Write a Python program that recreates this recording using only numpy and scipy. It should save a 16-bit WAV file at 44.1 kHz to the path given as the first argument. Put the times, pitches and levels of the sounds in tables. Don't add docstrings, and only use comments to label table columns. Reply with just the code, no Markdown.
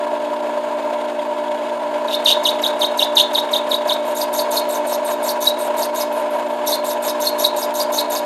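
import sys
import numpy as np
from scipy import signal
from scipy.fft import rfft, irfft, next_fast_len
from scipy.io import wavfile
from scipy.ndimage import uniform_filter1d

SR = 44100
rng = np.random.default_rng(int(sys.argv[2]) if len(sys.argv) > 2 else 0)


def file_out(sig):
    cols = np.atleast_2d(sig).T
    lim = np.clip(cols, -1, 1)
    pcm = np.round(lim * 32767).astype(np.int16)
    wavfile.write(sys.argv[1], SR, pcm)


N = 363825
TIME = np.arange(N) / SR
SPINDLE_HZ = 5.568

# freq_hz, relative_db
TOOTH_SPECTRUM = [(300, -31), (700, -3), (1600, -3.5), (3200, 1.5), (4500, -12), (6000, -17), (9000, -23),
                  (15000, -37)]


def cut(squeal_db=-2.0, scrape_db=-3.5, gating=0.6, grit_db=3.0, shudder_db=-47):
    # freq_hz, gain_db
    tool_response = [(500, -46), (2300, -22), (2800, 1.5), (5000, -3.5), (7000, -8.5), (10000, -10),
                     (13000, -9.5), (14200, -16), (15500, -25)]
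    # freq_hz, width_hz, boost_db
    tool_modes = [(3545, 203, 13.2), (3810, 222, 17.2), (4232, 123, 12.6), (4490, 230, 5.6),
                  (5830, 130, 4.1), (6300, 420, 3.1), (6770, 170, 4.2), (8470, 390, 7.9), (9200, 480, 8.6),
                  (11650, 1060, 10.3)]
    # freq_hz, gain_db
    chip_spectrum = [(30, -18), (120, -22), (1200, -7), (2500, -17), (3700, -8.5), (5000, -4.5), (7000, -1),
                     (10000, 1), (13000, 3.5), (15500, -3)]
    # freq_hz, relative_db
    bed_spectrum = [(20, 9), (60, -11), (120, -1), (300, -17), (1000, -62)]
    slip_hz, squeal, scrape = contact()
    bite = 5000 / slip_hz
    pulses, phase = stick_slip(slip_hz)
    pulses = pulses * squeal * bite ** 0.57 * gain_of(squeal_db)
    chips = rng.standard_normal(N) * (1 + gating * np.cos(phase))
    chips *= gain_of(grit_db * wander(500))
    chips = colour(chips * scrape * bite ** 0.55 * gain_of(scrape_db), chip_spectrum)
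    force = uniform_filter1d(scrape * bite ** 2, size=600)
    shudder = unit_rms(colour(rng.standard_normal(N), bed_spectrum)) * force
    tool = colour(pulses + chips, tool_response, tool_modes, ripple_db=2.5)
    return tool + gain_of(shudder_db) * shudder


def contact(graze_hz=13020, slowest_hz=2750, bites_s=2.167, skate_db_per_s=215):
    # time_s, relative_depth
    deep_feed = [(2.04, 0.5), (2.08, 5.5), (2.32, 6.2), (2.43, 3.5), (2.65, 3), (2.83, 3.1), (3.01, 3.5),
                 (3.19, 4), (3.37, 3.2), (3.73, 3), (3.94, 3), (4.02, .72), (4.12, 0.9), (4.16, 0)]
    # time_s, relative_depth
    light_feed = [(4.07, 0), (4.15, 1.7), (4.38, 2), (4.58, 2.24), (4.76, 1.15), (4.94, 1.6), (5.11, 1.1),
                  (5.29, 1.87), (5.48, 2.5), (5.65, 0.77), (5.83, 1.85), (6.02, 1.73), (6.13, 0.64),
                  (6.58, 0.25), (6.66, 2.85), (6.73, 2.24), (6.91, 1.5), (7.09, 1.67), (7.27, 2.22),
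                  (7.45, 2.5), (7.63, 1.63), (7.99, 2.34), (8.17, 1.84)]
    round_side = [(.5, .335, 1.0)]
    twin_side = [(.28, .22, .52), (.702, .16, .95)]
    deep = passes(deep_feed, round_side, middle_s=3.1912, length_s=.085, usual_depth=3.17, widen=.07,
                  squeal_db=-29.1, squeal_db_per_depth=9.5, scrape_db=-27.0, scrape_db_per_depth=2.0)
    light = passes(light_feed, twin_side, middle_s=5.4543, length_s=.105, usual_depth=1.8, widen=.04,
                   squeal_db=-26.2, squeal_db_per_depth=2.0, scrape_db=-21.0, scrape_db_per_depth=5.8)
    depth, squeal, scrape = deep + light
    slip_hz = np.maximum(graze_hz / (1 + depth), slowest_hz)
    skate = gain_of(skate_db_per_s * np.minimum(TIME - bites_s, 0))
    return slip_hz, squeal * skate, scrape * skate


def passes(feed, humps, middle_s, length_s, usual_depth, widen, squeal_db, squeal_db_per_depth,
           scrape_db, scrape_db_per_depth, swell_db=2.5, fade=.18, release=0.69, release_db=-9):
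    depth = np.maximum(follow(feed), 0)
    from_middle_s = (((TIME - middle_s) * SPINDLE_HZ + .5) % 1 - .5) / SPINDLE_HZ
    pass_s = length_s * (1 + widen * np.maximum(depth - usual_depth, 0))
    progress = np.clip(.5 + from_middle_s / pass_s, 0, 1)
    outline = sum(height * np.exp(-((progress - place) / width) ** 2) for place, width, height in humps)
    from_ends = 2 * np.minimum(progress, 1 - progress)
    taper = np.sin(np.pi / 2 * np.minimum(from_ends / fade, 1)) ** 2
    skim = np.minimum(depth, 1) ** 1.9
    touch = taper * skim * gain_of(swell_db * (progress - .5))
    push = np.clip(depth - usual_depth, -0.72, 0.72)
    leaving = np.maximum((progress - release) / (1 - release), 0)
    squeal = touch * gain_of(squeal_db + squeal_db_per_depth * push + release_db * leaving)
    scrape = touch * gain_of(scrape_db + scrape_db_per_depth * push)
    return np.array([depth * outline * taper, squeal, scrape])


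def stick_slip(hz, jitter=.052, shake=0.55, db_per_octave=-5.0, lock_hz=3850, width_hz=420, lock_db=5.5):
    lock = np.exp(-((hz - lock_hz) / width_hz) ** 2)
    unrest = 1 - .6 * lock + np.clip((3050 - hz) / 100, 0, 2.5)
    phase = 2 * np.pi * np.cumsum(hz * (1 + jitter * unrest * wander(695))) / SR
    pulses = np.cos(phase) * gain_of(lock_db * lock)
    for k in range(2, 6):
        alias_fade = np.clip((SR / 2 - k * hz) / 4000 - .5, 0, 1)
        pulses += gain_of(db_per_octave * np.log2(k)) * np.cos(k * phase) * alias_fade
    strength = np.exp(shake * (1 - lock) * wander(510))
    return np.sqrt(2) * pulses * strength, phase


def steel_ring(tool):
    # freq_hz, gain_db, t60_s
    steel_modes = [(3680, -14, .2), (3620, -19, .22), (3750, -14, 0.5), (4000, -18, .3), (4600, -18, 0.22)]
    ring = np.zeros(N)
    for hz, db, t60 in steel_modes:
        decay = gain_of(-60 / (t60 * SR))
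        pole = decay * np.exp(2j * np.pi * hz / SR)
        ring += 2 * gain_of(db) * signal.lfilter([1 - decay], [1, -pole], tool).real
    return ring


def gears():
    throb = np.sin(2 * np.pi * (5 * SPINDLE_HZ * TIME + rng.random()))
    return gear_whirr(throb) + gear_rattle(throb)


def gear_whirr(throb, lift_db=3, throb_db=0.83, uneven_db=2.0):
    # freq_hz, relative_db
    mesh_spectrum = [(30, -73), (90, -38), (160, -34), (240, -17), (400, -9), (750, -10), (1250, -14),
                     (2000, -20.5), (3000, -21), (4300, -26.5), (5700, -38), (8800, -36), (12000, -43),
                     (15500, -58)]
    # freq_hz, width_hz, boost_db
    headstock_modes = [(573.4, 55, 5.9), (646.5, 125, 13.5), (949, 240, 14.66), (1620, 270, 5.3),
                       (2224, 40, 10), (2572, 45, 7.2), (6800, 800, 3.2)]
    # time_s, level_db
    whirr_levels = [(0, -29), (1.8, -29), (2.4, -27), (4, -28), (5, -27.5), (6.3, -28), (8.25, -27)]
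    load = gain_of(throb_db * throb + uneven_db * wander(57))
    whirr = colour(rng.standard_normal(N) * load, mesh_spectrum, headstock_modes, ripple_db=4.5)
    return unit_rms(whirr) * gain_of(follow(whirr_levels) + lift_db)


def gear_rattle(throb, ticks_per_s=900, burst_db=4, uneven_db=4.5, scatter_s=0.0039):
    # time_s, level_db
    rattle_levels = [(0, -45), (2, -44.5), (4, -41.5), (5, -48.5), (6.4, -45.5), (8.25, -54)]
    sizes = gain_of(np.minimum(rng.exponential(1, N), 3)) * rng.choice([-1, 1], N)
    bursts = gain_of(burst_db * throb + uneven_db * wander(60))
    ticks = sizes * bursts * (rng.random(N) < ticks_per_s / SR)
    scatter = rng.standard_normal(SR // 20) * np.exp(-TIME[:SR // 20] / scatter_s)
    rattle = colour(signal.oaconvolve(ticks, scatter)[:N], TOOTH_SPECTRUM)
    return unit_rms(rattle) * gain_of(follow(rattle_levels))


def gear_clacks(decay_s=0.0065):
    # start_s, relative_db
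    knocks = [(4.653, -23), (7.707, -20.5)]
    blows = sum(gain_of(db) * (TIME >= s) * np.exp(-abs(TIME - s) / decay_s) for s, db in knocks)
    return blows * unit_rms(colour(rng.standard_normal(N), TOOTH_SPECTRUM)) / 2


def drive(ripple_hz=119.98, drift=0.002304):
    # ripple_multiple, level_db
    hum_lines = [(1, -70.5), (2, -40), (3, -39.5), (4, -49), (5, -25), (6, -43.5), (8, -34.5), (9, -49.5)]
    # pitch_hz, level_db
    whine_lines = [(161, -63.5), (170, -64), (295.1, -38), (442.6, -43.5), (549, -44), (590.2, -34),
                   (629, -36), (649, -42), (661, -43), (838, -42.5), (901, -36.5), (927, -43.5),
                   (995, -41.5), (1382, -48), (1568, -54), (1706, -50.5), (2804, -59.5)]
    speed_drift = drift * wander(5.97)
    hum = sum(tone(k * ripple_hz, db, flutter=0.049) for k, db in hum_lines)
    whine = sum(tone(hz, db, flutter=0.19, drift_hz=hz * speed_drift) for hz, db in whine_lines)
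    return hum + whine


def workshop(sound, near_db=-13, tail_db=-13, near_decay_s=0.0093):
    # freq_hz, t60_s
    room_decay = [(200, 0.26), (1000, 0.61), (3800, 0.29), (7000, 0.23), (14000, 0.057)]
    t = TIME[:SR // 2]
    near, tail = rng.choice([-1., 1.], (2, len(t))) * (rng.random((2, len(t))) < 3000 / SR)
    near = near * np.exp(-t / near_decay_s) * (t > .001)
    hz, age_s, bands = signal.stft(tail * (t > .006), SR, nperseg=256)
    bands *= gain_of(-60 * age_s / at_frequency(room_decay, hz)[:, None])
    tail = signal.istft(bands, SR, nperseg=256)[1][:len(t)]
    near = gain_of(near_db) * near / np.linalg.norm(near)
    tail = gain_of(tail_db) * tail / np.linalg.norm(tail)
    return sound + signal.oaconvolve(sound, near + tail)[:N]


def tone(hz, db, flutter, drift_hz=0):
    turns = np.cumsum(np.full(N, hz) + drift_hz) / SR + rng.random()
    return np.sqrt(2) * gain_of(db) * np.sin(2 * np.pi * turns) * (1 + flutter * wander(8.1))


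def colour(sound, spectrum, modes=(), ripple_db=0, size=4096):
    hz = np.fft.rfftfreq(size, 1 / SR)
    db = at_frequency(spectrum, hz)
    db += sum(boost * .5 ** ((2 * (hz - centre) / width) ** 2) for centre, width, boost in modes)
    ripple = np.convolve(rng.standard_normal(len(hz)), np.hanning(13), "same")
    db += ripple_db * unit_rms(ripple) * np.clip(hz / 5000 - .5, 0, 1)
    log_gain = np.log(gain_of(np.r_[db, db[-2:0:-1]]))
    taps = np.fft.ifft(np.exp(np.conj(signal.hilbert(log_gain)))).real
    return signal.oaconvolve(sound, taps)[:N]


def wander(hz):
    size = next_fast_len(N)
    lowpass = np.exp(-(np.fft.rfftfreq(size, 1 / SR) / hz) ** 2)
    return unit_rms(irfft(rfft(rng.standard_normal(size)) * lowpass, size)[:N])


def at_frequency(points, hz):
    freqs, values = np.transpose(points)
    return np.interp(np.log(hz + 1), np.log(freqs), values)


def follow(curve):
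    return np.interp(TIME, *np.transpose(curve))


def gain_of(db):
    return 10 ** (np.asarray(db) / 20)


def unit_rms(x):
    return x / np.sqrt(np.mean(x ** 2) + 1e-20)


def scene():
    tool = cut()
    machine = drive() + gears() + gear_clacks()
    return (workshop(tool + steel_ring(tool)) + machine)[None]


def record(dry, ceiling=.92, cutoff_hz=15750):
    rounded = dry / (1 + (dry / ceiling) ** 6) ** (1 / 6)
    lowpass = signal.firwin(511, cutoff_hz, window=("kaiser", 9), fs=SR)
    return signal.oaconvolve(rounded, lowpass[None], "same")


dry = scene()
out = record(dry)
file_out(out)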